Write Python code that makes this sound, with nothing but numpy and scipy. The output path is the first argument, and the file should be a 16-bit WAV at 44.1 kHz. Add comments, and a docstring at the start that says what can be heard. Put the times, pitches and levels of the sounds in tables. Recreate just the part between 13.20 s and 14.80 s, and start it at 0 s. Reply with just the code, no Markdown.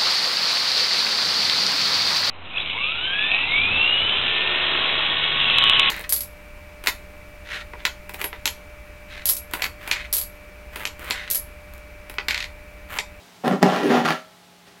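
"""Hollow object dragged over wood

A light, hollow object crosses a wooden top in a small, quiet room: a dull shove, a knock, a rough
juddering slide and a brighter scrape as its edge lifts off. Tiny catches of the surface and the
blows ring the same resonances over a stick-slip groan. The freed object sings briefly, then
faint handling and a low hum remain."""
import sys
import numpy as np
from scipy import signal
from scipy.fft import rfft, irfft
from scipy.io import wavfile

SR = 44100
rng = np.random.default_rng(int(sys.argv[2]) if len(sys.argv) > 2 else 0)


def int16_out(signal):
    """Quantize to a 16-bit WAV file."""
    q = np.round(np.clip(np.atleast_2d(signal).T, -1, 1) * 32767)
    wavfile.write(sys.argv[1], SR, q.astype(np.int16))


N = 70560

# tone of the room hiss (frequency [Hz], gain [dB])
AIR_EQ = [(25, -38), (60, -14), (110, -6.5), (180, -7), (260, -5.5), (330, -9), (820, -7.5), (1200, -9),
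          (2000, -10.5), (4000, -12.5), (8000, -20.5), (15500, -26)]
# partials of the hum (frequency [Hz], level [dB])
HUM_PARTIALS = [(177.6, -59.5), (403.7, -66.5), (689.1, -65.5), (764.4, -84), (839.8, -63.5)]
# soft finger touches (time [s], width [s], level [dB])
TOUCHES = [(1.478, .012, -51), (1.52, 0.014, -59.5), (1.575, 0.034, -57)]
# tone of the fingers (frequency [Hz], gain [dB])
FINGER_EQ = [(60, -4), (250, 10), (700, -1.5), (1500, 1.5), (4000, -3), (15000, -22)]
# resonances of object, top and room (frequency [Hz], T60 [s], gain [dB])
BODY_MODES = [(163.3, 0.2, 5), (190, 0.17, 4), (245.8, 0.24, 12.5), (284, 0.45, 6.5), (344, 0.25, -13),
              (397.3, 0.13, 10.5), (534, 0.38, 6.5), (558.8, 0.093, 8), (632, 0.5, 4), (744, 0.037, 7),
              (770, 0.18, -1), (801, 0.06, 3.5), (1356, 0.24, 8), (1370.6, 0.26, 10), (1763, 0.027, 2.5),
              (2050, 0.59, -21), (2992, 0.12, 10), (3340, 0.07, -3)]
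# knocks and ticks (time [s], relative thud level [dB], relative click level [dB])
BLOWS = [(0.2792, -14.5, -14), (.3125, -16.5, -34), (.4285, -3.5, -3.5), (.4332, -6, -15),
         (.5635, -23, -18.5), (0.889, -31, -25), (0.905, -45, -21.5), (.9215, -26, -23)]
# tone of the dull thud (frequency [Hz], gain [dB])
THUD_EQ = [(30, -28), (85, -41), (150, 5.5), (300, -3), (700, 1), (1100, -10.5), (2000, -6.5),
           (4000, -53.5), (8000, -51), (16000, -65)]
# tone of the edge click (frequency [Hz], gain [dB])
CLICK_EQ = [(100, -45), (1500, 2.5), (4500, 11), (8000, -8), (13000, -4), (16000, -7)]
# tone of the rubbing (frequency [Hz], gain [dB])
RUB_EQ = [(40, -51), (100, -49.5), (150, -2.5), (300, -2), (480, -1), (780, -5.5), (1100, -4), (1800, -8.5),
          (3200, -13.5), (5000, -22), (8000, -23.5), (15000, -47.5)]
# tone of the gritty hiss (frequency [Hz], gain [dB])
GRIT_EQ = [(100, -41), (2500, 2), (6000, 27.5), (8000, 35.5), (13000, 23), (16000, 17.5)]
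# strokes of the drag (start [s], attack [s], hold [s], release per 20 dB [s], rub level [dB],
# bass [dB], treble [dB], grit level [dB], contact resonance [Hz], its boost [dB],
# judder rate [Hz], judder level [dB], chatter [0-1])
DRAG_STROKES = [(0.235, 0.013, 0.031, 0.082, -19.5, 0, -7.5, -45.5, 930, 4, 232, -24, .5),
                (0.3, 0.0083, 0.027, 0.058, -21.5, 5, -7, -59, 388, 0, 188, -20.5, 0.55),
                (0.41, 0.016, 0.053, 0.042, -18, 1.5, -7.5, -59, 410, 0, 188, -24, 0.44),
                (0.474, .018, 0.091, 0.095, -22.5, -3, -1.5, -49, 1600, 1, 161.7, -32.5, .45),
                (0.594, 0.036, 0.069, 0.031, -21, 9, 9.5, -46, 360, 18.5, 297.7, -28.5, 0.55),
                (0.684, 0.023, 0.07, 0.093, -18, -3.5, -3, -44, 378, 4, 239.5, -19.5, 0),
                (0.839, 0.0096, 0.062, 0.049, -21.5, -12.5, 6, -41, 1295, 4.5, 162, -27.5, 0.71)]

AIR_DB, AIR_FALL_DB_S = -51.5, 2
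ROOM_DB, ROOM_T60_S, ROOM_TREBLE_T60_S, ROOM_CROSSOVER_HZ = -5, 0.23, 0.31, 3100
KNOCK_ROOM_SHARE = 0.55  # blows sound close and stir the room less than the rubbing
THUD_DB, CLICK_DB, CLICK_DECAY_S = 28.5, -3, .0005
BASS_SHELF_HZ, TREBLE_SHELF_HZ = 412, 1220
CATCHES_PER_S, CATCH_SPREAD_DB = 10000, 3
CHATTER_HZ, CHATTER_DECAY_S = 135.3, .003


def undb(db):
    return 10 ** (np.asarray(db) / 20)


def unit(x):
    return x / np.sqrt(np.mean(x ** 2) + 1e-18)


def convolve(x, response):
    return signal.fftconvolve(x, response)[:N]


def butter(x, hz, order=2, kind="low"):
    return signal.sosfilt(signal.butter(order, hz, kind, fs=SR, output="sos"), x)


def eq(x, points, bass_db=0, treble_db=0, size=4096):
    """Minimum-phase EQ through (Hz, dB) points, with a bass and a treble shelf."""
    hz, db = np.array(points, float).T
    f = np.maximum(np.fft.rfftfreq(size, 1 / SR), 1)
    shelves = bass_db / (1 + (f / BASS_SHELF_HZ) ** 4) + treble_db / (1 + (TREBLE_SHELF_HZ / f) ** 4)
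    curve_db = np.interp(np.log(f), np.log(hz), db) + shelves
    cepstrum = irfft(np.log(undb(curve_db)))
    cepstrum[1:size // 2] *= 2
    cepstrum[size // 2 + 1:] = 0
    return convolve(x, irfft(np.exp(rfft(cepstrum))))


def room_tone(t):
    """A bed of slowly fading hiss with a slightly wavering, fan-like hum."""
    bed = unit(eq(rng.standard_normal(N), AIR_EQ)) * undb(AIR_DB - AIR_FALL_DB_S * (t - t.mean()))
    for hz, db in HUM_PARTIALS:
        waver_hz = 1.3 * unit(butter(rng.standard_normal(N), 12))
        bed += undb(db) * unit(np.sin(2 * np.pi * np.cumsum(hz + waver_hz) / SR))
    return bed


def room_reverb(x, t):
    """Close walls add a short diffuse tail whose treble lingers a little longer."""
    noise = butter(rng.standard_normal(N), 510, kind="high")
    mids = butter(noise, ROOM_CROSSOVER_HZ, order=1) * undb(-60 * t / ROOM_T60_S)
    treble = butter(noise, ROOM_CROSSOVER_HZ, order=1, kind="high") * undb(-60 * t / ROOM_TREBLE_T60_S)
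    tail = butter(mids + treble, 13500, order=1) * np.clip(t / 0.0021, 0, 1)
    return x + undb(ROOM_DB) * convolve(x, tail / np.linalg.norm(tail))


def handling(t):
    """Fingers brush the lifted object in soft swells as it is turned over."""
    swells = sum(undb(db) * np.exp(-.5 * ((t - at) / width) ** 2) for at, width, db in TOUCHES)
    return swells * unit(eq(catches(t, chatter=0.37), FINGER_EQ))


def release_ring(t, start_s=.92, hz=1326, t60_s=0.43, db=-34):
    """No longer damped by the top, the object sings on briefly at one resonance."""
    since = np.maximum(t - start_s, 0)
    envelope = undb(db - 60 * since / t60_s) * np.clip(since / .01, 0, 1)
    return envelope * np.sin(2 * np.pi * hz * since)


def body(push, t):
    """The push itself plus the hollow resonances that it rings."""
    ring = np.zeros(N)
    for hz, t60, db in BODY_MODES:
        decay = np.log(1000) / t60
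        ring += undb(db) * 2 * decay / SR * np.exp(-decay * t) * np.cos(2 * np.pi * hz * t)
    return push + convolve(push, ring)


def knocks(t):
    """Each blow is a thud into the body and a sharp click of the hard edge."""
    thuds, clicks = np.zeros(N), np.zeros(N)
    for at, thud_db, click_db in BLOWS:
        onset = int(at * SR)
        thuds[onset] += undb(THUD_DB + thud_db)
        burst = rng.standard_normal(N) * np.exp(-t / CLICK_DECAY_S)
        clicks[onset:] += undb(CLICK_DB + click_db) * burst[:N - onset]
    return body(eq(thuds, THUD_EQ), t) + eq(clicks, CLICK_EQ)


def slips(hz, jitter, spread_db, count=1200):
    """Stick-slip pulses, each with its own period and size."""
    gap, size = rng.standard_normal((count, 2)).T
    at = (np.cumsum(np.exp(jitter * gap)) * SR / hz).astype(int)
    return np.bincount(at[at < N], undb(spread_db * size)[at < N], N)


def catches(t, chatter):
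    """Dense tiny catches of the rough surface; chatter bunches them as the grip comes in spurts."""
    grabs = slips(CHATTER_HZ, jitter=.3, spread_db=2.5)
    spurts = unit(convolve(grabs, np.exp(-t / CHATTER_DECAY_S)))
    size = undb(CATCH_SPREAD_DB * np.minimum(rng.exponential(size=N), 3))
    polarity = rng.choice([-1, 1], N)
    caught = rng.random(N) < CATCHES_PER_S / SR
    return size * polarity * caught * (1 - chatter + chatter * spurts)


def judder(hz):
    """Nearly regular stick-slip, band-passed to a low groan."""
    pulses = slips(hz, jitter=0.0317, spread_db=3.5)
    return unit(butter(butter(pulses, 306, order=4), 162, order=6, kind="high"))


def contact_resonance(x, hz, boost_db):
    """A broad peak that depends on where the object touches."""
    b, a = signal.iirpeak(hz, Q=1 / 0.19, fs=SR)
    return x + (undb(boost_db) - 1) * signal.lfilter(b, a, x)


def drag(t):
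    """Each stroke rubs the body, hisses with grit and judders at its own rate."""
    out = np.zeros(N)
    for (start, attack, hold, release, rub_db, bass_db, treble_db, grit_db,
         contact_hz, boost_db, judder_hz, judder_db, chatter) in DRAG_STROKES:
        since_hold = np.maximum(t - start - attack - hold, 0)
        effort = np.clip((t - start) / attack, 0, 1) * undb(-20 * since_hold / release)
        texture = catches(t, chatter)
        friction = contact_resonance(eq(texture, RUB_EQ, bass_db, treble_db), contact_hz, boost_db)
        effort_rms = np.sqrt(np.mean(effort ** 2))
        rub = undb(rub_db) * effort_rms * unit(body(effort * friction, t))
        groan = undb(judder_db) * judder(judder_hz)
        grit = undb(grit_db) * unit(eq(texture, GRIT_EQ))
        out += rub + effort * (groan + grit)
    return out


def scene():
    """Mono mix: drag, handling and part of the knocks feed the room; the rest stays dry."""
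    t = np.arange(N) / SR
    blows = knocks(t)
    in_room = room_reverb(drag(t) + handling(t) + KNOCK_ROOM_SHARE * blows, t)
    close = (1 - KNOCK_ROOM_SHARE) * blows + release_ring(t)
    return (in_room + close + room_tone(t))[None]


def record(dry):
    """Peaks clip just under full scale, then a steep low-pass trims the very top."""
    high_cut = signal.ellip(8, .2, 70, 16100, fs=SR, output="sos")
    return signal.sosfilt(high_cut, np.clip(dry, -.92, .92))


dry = scene()
out = record(dry)
int16_out(out)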